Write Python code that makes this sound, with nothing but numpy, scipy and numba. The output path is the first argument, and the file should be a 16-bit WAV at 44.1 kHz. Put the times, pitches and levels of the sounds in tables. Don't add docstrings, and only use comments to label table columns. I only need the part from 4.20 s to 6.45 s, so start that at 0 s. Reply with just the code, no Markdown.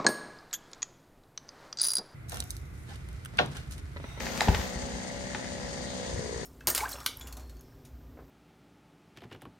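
import sys
import numpy as np
from scipy import signal
from scipy.fft import rfft, irfft
from scipy.io import wavfile
from scipy.ndimage import map_coordinates
from numba import njit

SR = 44100
rng = np.random.default_rng(int(sys.argv[2]) if len(sys.argv) > 2 else 0)


def generate_wav(sig):
    pcm = np.round(np.clip(np.atleast_2d(sig).T, -1, 1) * 32767).astype(np.int16)
    wavfile.write(sys.argv[1], SR, pcm)


N = 99225
TIME = np.arange(N) / SR


def cracks():
    # start in seconds, level in dB, brightest pitch in Hz,
    # splinters in dB against the knock, their decay in seconds.
    snaps = [(0.004, -26.5, 1920, -14, 0.0044), (0.057, -40, 2800, 4, 0.0017),
             (0.0665, -24, 1800, -7, 0.0012), (0.176, -35, 4550, 5, 0.0019), (0.187, -49, 4500, 6, 0.0017),
             (0.2062, -13.5, 1870, -25, 0.0012), (0.2075, -17, 4180, -4, 0.0012),
             (0.2155, -15, 690, -27, 0.0033), (0.218, -37.5, 5040, 9.5, 0.0039),
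             (0.243, -37, 2100, -13, 0.0035), (0.2835, -20, 750, -4, 0.0083),
             (0.3452, -26, 850, -2.5, 0.011), (0.3464, -30.5, 4740, -1, 0.001),
             (0.3475, -21, 3100, -15, 0.001), (0.414, -33.5, 2090, -0.5, 0.0015),
             (0.6253, -35, 1180, -11.5, 0.0026), (1.1466, -25.5, 1000, -7.5, 0.0092),
             (1.1475, -26.5, 2170, -24, .002), (1.244, -38.5, 1570, -2.5, 0.0051)]
    # frequency in Hz, relative level in dB, seconds to fade 60 dB.
    modes = [(223, -7, 0.052), (693, 4.5, 0.014), (841, 5.5, 0.023), (1424, 1, 0.019), (1805, 11, 0.013),
             (2090, 7.5, 0.014), (2400, 4.5, 0.016), (3013, 2.5, 0.017), (3740, 20, 0.0039),
             (4880, 5, 0.0085)]
    # frequency in Hz, relative level in dB.
    splinter_spectrum = [(200, -30), (700, -4.5), (1900, -6.5), (3700, -8.5), (5500, -5), (8500, -8.5),
                         (11000, -16.5), (16000, -65)]
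    spread_octaves, stagger_s, knock_attack_s, tear_attack_s = 0.7, 0.00038, 0.00125, 0.00046
    sound = np.zeros(N)
    knock_time = TIME[:SR // 10]
    tear = unit(colour(rng.standard_normal(N), splinter_spectrum))
    for start, db, pitch_hz, splinter_db, decay_s in snaps:
        knock = 0
        for (hz, mode_db, t60), late in zip(modes, stagger_s * rng.random(len(modes))):
            age = np.maximum(knock_time - late, 0)
            weight = amp(mode_db) * np.exp(-.5 * (np.log2(hz / pitch_hz) / spread_octaves) ** 2)
            ring = np.sin(2 * np.pi * hz * age) * amp(-60 * age / t60)
            knock += weight * ring * np.minimum(age / knock_attack_s, 1)
        t = since(start)
        knock = np.interp(t, knock_time, knock / np.abs(knock).max(), right=0)
        fibres = unit(signal.sosfilt(butter(2, 2.24 * pitch_hz), tear))
        burst = np.minimum(t / tear_attack_s, 1) * np.exp(-np.maximum(t - tear_attack_s, 0) / decay_s)
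        sound += amp(db) * (knock + amp(splinter_db) * burst * fibres)
    return ports(sound, left_db=2.5) + amp(-4) * yard_echo(sound)


def thuds():
    # start in seconds, level in dB, settled pitch in Hz, seconds to fade 60 dB.
    blows = [(0.019, -34.5, 53.4, 0.1), (0.2742, -22.5, 185, 0.032), (0.2748, -21.5, 380, 0.027),
             (0.2875, -7, 66.4, 0.045), (0.3037, -33.5, 58.4, 0.34), (0.389, -25, 64.6, 0.081),
             (0.557, -28, 55.5, 0.087), (0.632, -33, 51, 0.086), (0.735, -28.5, 55, 0.046),
             (1.148, -29.5, 314, 0.015), (1.309, -39, 60, 0.13), (1.429, -37.5, 56, 0.17),
             (1.93, -30, 61.3, 0.12), (1.975, -26.5, 74, 0.056), (1.988, -30.5, 140, 0.066),
             (2.151, -38.5, 58.36, 0.17)]
    # frequency in Hz, relative level in dB.
    soil_spectrum = [(30, -77), (70, -1), (170, 7.5), (270, -22), (400, 1.5), (800, -30), (2000, -27),
                     (6000, -43)]
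    attack_s, sag_share, sag_s, soil_decay_s = 0.0027, 0.3, 0.0079, 0.062
    body, spray = np.zeros(N), np.zeros(N)
    for start, db, hz, t60 in blows:
        t = since(start)
        phase = 2 * np.pi * hz * (t + sag_share * sag_s * (1 - np.exp(-t / sag_s)))
        swing = np.sin(phase) + amp(-10.5) * np.sin(2.145 * phase)
        push = amp(db) * (1 - np.exp(-t / attack_s))
        body -= 2 * push * amp(-60 * t / t60) * swing
        spray += push * np.exp(-t / soil_decay_s)
    sound = body + amp(-23.5) * spray * unit(colour(rng.standard_normal(N), soil_spectrum))
    return ports(sound, left_db=2.5) + amp(-8.5) * yard_echo(sound)


def boughs():
    # frequency in Hz, relative level in dB.
    spectrum = [(150, 6.5), (400, 2), (850, 5), (1200, 0), (2000, 1.5), (3000, -3.5), (6500, -7),
                (9000, -34), (12000, -11.5), (16000, -21.5)]
    # time in seconds, level in dB.
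    levels = [(0, -41.5), (.12, -40), (.19, -38.5), (.225, -34.5), (.26, -38.5), (.30, -39.5), (.36, -38),
              (.45, -40), (.6, -57.5), (.9, -63), (1.4, -73), (2.25, -76)]
    twigs_per_s, scatter_db = 1400, 3
    ticks = (rng.random(N) < twigs_per_s / SR) * rng.choice([-1, 1], N)
    twigs = ticks * amp(scatter_db * np.minimum(rng.exponential(size=N), 4))
    needles = amp(3.5) * unit(diffuse())
    rustle = unit(colour(ports(unit(twigs)) + needles, spectrum))
    return rustle * amp(curve(levels)) * pan(left_db=2.5)


def swish():
    # time in seconds, centre in Hz, level in dB.
    glide = [(1.3, 5330, -75), (1.48, 5095, -50.5), (1.6, 4536, -51), (1.74, 3730, -51), (1.89, 3541, -49),
             (1.98, 3406, -68)]
    noise = band(diffuse(), curve(glide), width_hz=1500)
    return noise * amp(curve(glide, column=2) + 2 * drift(per_s=25.2)) * pan(left_db=1)


def firings(turns):
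    jitter_s, scatter_db, weak_turn_db = 0.00006, 0.6, -4
    beats = np.arange(1, int(turns[-1]) + 1)
    late, scatter = rng.standard_normal((256, 2))[beats].T
    at = np.clip(np.interp(beats, turns, np.arange(N)) + jitter_s * SR * late, 0, N - 2)
    size = amp(scatter_db * scatter + weak_turn_db * (beats % 2))
    sample, fraction = at.astype(int), at % 1
    pulses = np.bincount(sample, size * (1 - fraction), N) + np.bincount(sample + 1, size * fraction, N)
    return pulses - pulses.mean()


def engine():
    # time in seconds, firings per second, exhaust level in dB.
    running = [(0, 58.4, -43.5), (.43, 62.9, -46), (.65, 61, -42), (.78, 62, -44), (.84, 62.4, -44.5),
               (1.25, 64.9, -44.5), (1.46, 61.5, -45), (1.68, 63.6, -45.5), (1.87, 61.6, -44),
               (2.05, 60.6, -51), (2.25, 55.4, -50.5)]
    # frequency in Hz, relative level in dB.
    exhaust_spectrum = [(35, -50), (65, -5), (110, -12.5), (165, 4.5), (215, 6.5), (255, 2), (310, -24),
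                        (390, 3), (560, -5.5), (680, 0.5), (840, 0.5), (1050, -10.5), (1500, -19),
                        (3000, -12), (9000, -47)]
    # multiple of the firing rate, level in dB against the exhaust puffs.
    partials = [(1, -11), (3, -8), (3.5, -8.5), (4, -7), (6, -12.5), (8, -9.5), (9, -9.5), (11, -12)]
    # time in seconds, the lower's centre in Hz, its level in dB,
    # the upper's level in dB.
    resonances = [(0, 530, -56, -72), (.6, 530, -54, -72), (1.45, 545, -52, -70), (1.72, 530, -48.5, -66),
                  (1.84, 500, -42.5, -59), (2.0, 472, -41, -52.5), (2.1, 452, -39.5, -51),
                  (2.25, 428, -40, -51.5)]
    turns = np.cumsum(curve(running)) / SR
    pulses = firings(turns)
    direct, echo = ports(pulses, left_lag_s=0.00025), yard_echo(pulses)
    hum = 0
    for multiple, db in partials:
        wavering = amp(db + 3 * drift(per_s=14))
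        hum += wavering * np.sqrt(2) * np.sin(2 * np.pi * (multiple * turns + rng.random()))
    puffs = unit(colour(direct + amp(-3) * echo, exhaust_spectrum))
    exhaust = amp(curve(running, column=2)) * (puffs + hum)
    drive = direct + amp(-14) * echo
    lower = amp(curve(resonances, column=2)) * band(drive, curve(resonances), width_hz=150)
    upper = amp(curve(resonances, column=3)) * band(drive, 945, width_hz=150)
    return (exhaust + lower + upper + casing_clatter(turns)) * pan(left_db=0.5)


def casing_clatter(turns):
    # frequency in Hz, relative level in dB.
    modes = [(1750, -1), (1912, 3), (2089, -0.5)]
    decay_turns, scatter_db = 0.25, 2.5
    shake = diffuse() * np.exp(-(turns % 1) / decay_turns) * amp(scatter_db * drift(per_s=39.86))
    return amp(-50) * unit(sum(amp(db) * band(shake, hz, width_hz=150) for hz, db in modes))


def open_air():
    # frequency in Hz, relative level in dB.
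    spectrum = [(20, -10), (35, -4.5), (56, 0), (100, 1.5), (200, 1.5), (320, -5.5), (600, -6),
                (750, -12.5), (1100, -16.5), (1900, -13), (2600, -21), (4000, -16), (8000, -42.5),
                (16000, -48)]
    air = unit(colour(diffuse(), spectrum))
    bass = signal.sosfiltfilt(butter(2, 120), air)
    swell = amp(-drift(per_s=10.06))
    return amp(-41) * (air - bass + bass * swell) * pan(left_db=4.5)


def high_hiss():
    # frequency in Hz, relative level in dB.
    spectrum = [(1500, -21), (2800, -12.5), (3600, -17.5), (4500, 9), (5600, 4), (6600, 10.5), (7800, 0),
                (8600, 4.5), (9400, -3.5), (10100, -26), (12000, -17), (16000, -68)]
    # time in seconds, level in dB.
    levels = [(0, -46.5), (1.2, -48.5), (1.55, -47.5), (1.75, -47.5), (2.25, -47)]
    hiss = unit(colour(diffuse(), spectrum))
    return hiss * amp(curve(levels) + 1.6 * drift(per_s=90)) * pan(left_db=7.5)


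def yard_echo(x):
    t60_s, onset_s = 0.46, 0.00096
    tail = diffuse() * amp(-60 * TIME / t60_s) * (1 - np.exp(-TIME / onset_s))
    return signal.fftconvolve(x[None], unit(tail) / np.sqrt(N), axes=-1)[:, :N]


def diffuse():
    mid, side = rng.standard_normal((2, N))
    side = signal.sosfilt(butter(1, 155, "high"), side)
    return np.array([mid + side, mid - side])


def ports(x, left_db=0, left_lag_s=0):
    return np.array([np.interp(TIME - left_lag_s, TIME, x), x]) * pan(left_db)


def pan(left_db):
    return amp(np.array([[left_db], [-left_db]]) / 2)


def amp(db):
    return 10 ** (np.asarray(db) / 20)


def unit(x):
    return x / np.sqrt(np.mean(x ** 2))


def since(start):
    return np.maximum(TIME - start, 0)


def curve(table, column=1):
    table = np.array(table)
    return np.interp(TIME, table[:, 0], table[:, column])


def drift(per_s):
    return map_coordinates(rng.standard_normal(256), [TIME * per_s], mode="mirror")


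def butter(order, hz, kind="low"):
    return signal.butter(order, hz, kind, fs=SR, output="sos")


def colour(x, spectrum):
    size = 8192
    hz, db = np.array(spectrum).T
    bin_hz = np.arange(size // 2 + 1) * SR / size
    gain = amp(np.interp(np.log(bin_hz + 1), np.log(hz), db))
    cepstrum = irfft(np.log(gain))
    cepstrum[1:size // 2] *= 2
    cepstrum[size // 2 + 1:] = 0
    response = irfft(np.exp(rfft(cepstrum)))
    return signal.fftconvolve(x, np.array(response, ndmin=x.ndim), axes=-1)[..., :N]


def band(x, hz, width_hz):
    centre, width = np.full(N, hz, dtype=float), float(width_hz)
    return unit(np.array([resonate(resonate(side, centre, width), centre, width) for side in x]))


@njit
def resonate(x, hz, width_hz):
    y, band_state, low_state = np.empty(len(x)), 0., 0.
    for i in range(len(x)):
        tuning, damping = np.tan(np.pi * hz[i] / SR), width_hz / hz[i]
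        passed = (band_state + tuning * (x[i] + 1e-18 - low_state)) / (1 + tuning * (tuning + damping))
        band_state = 2 * passed - band_state
        low_state += 2 * tuning * passed
        y[i] = damping * passed
    return y


def scene():
    return cracks() + thuds() + boughs() + swish() + engine() + open_air() + high_hiss()


def record(dry):
    thin = signal.sosfilt(butter(3, 36, "high"), dry)
    return signal.sosfilt(signal.ellip(8, .2, 80, 16000, fs=SR, output="sos"), thin)


dry = scene()
out = record(dry)
generate_wav(out)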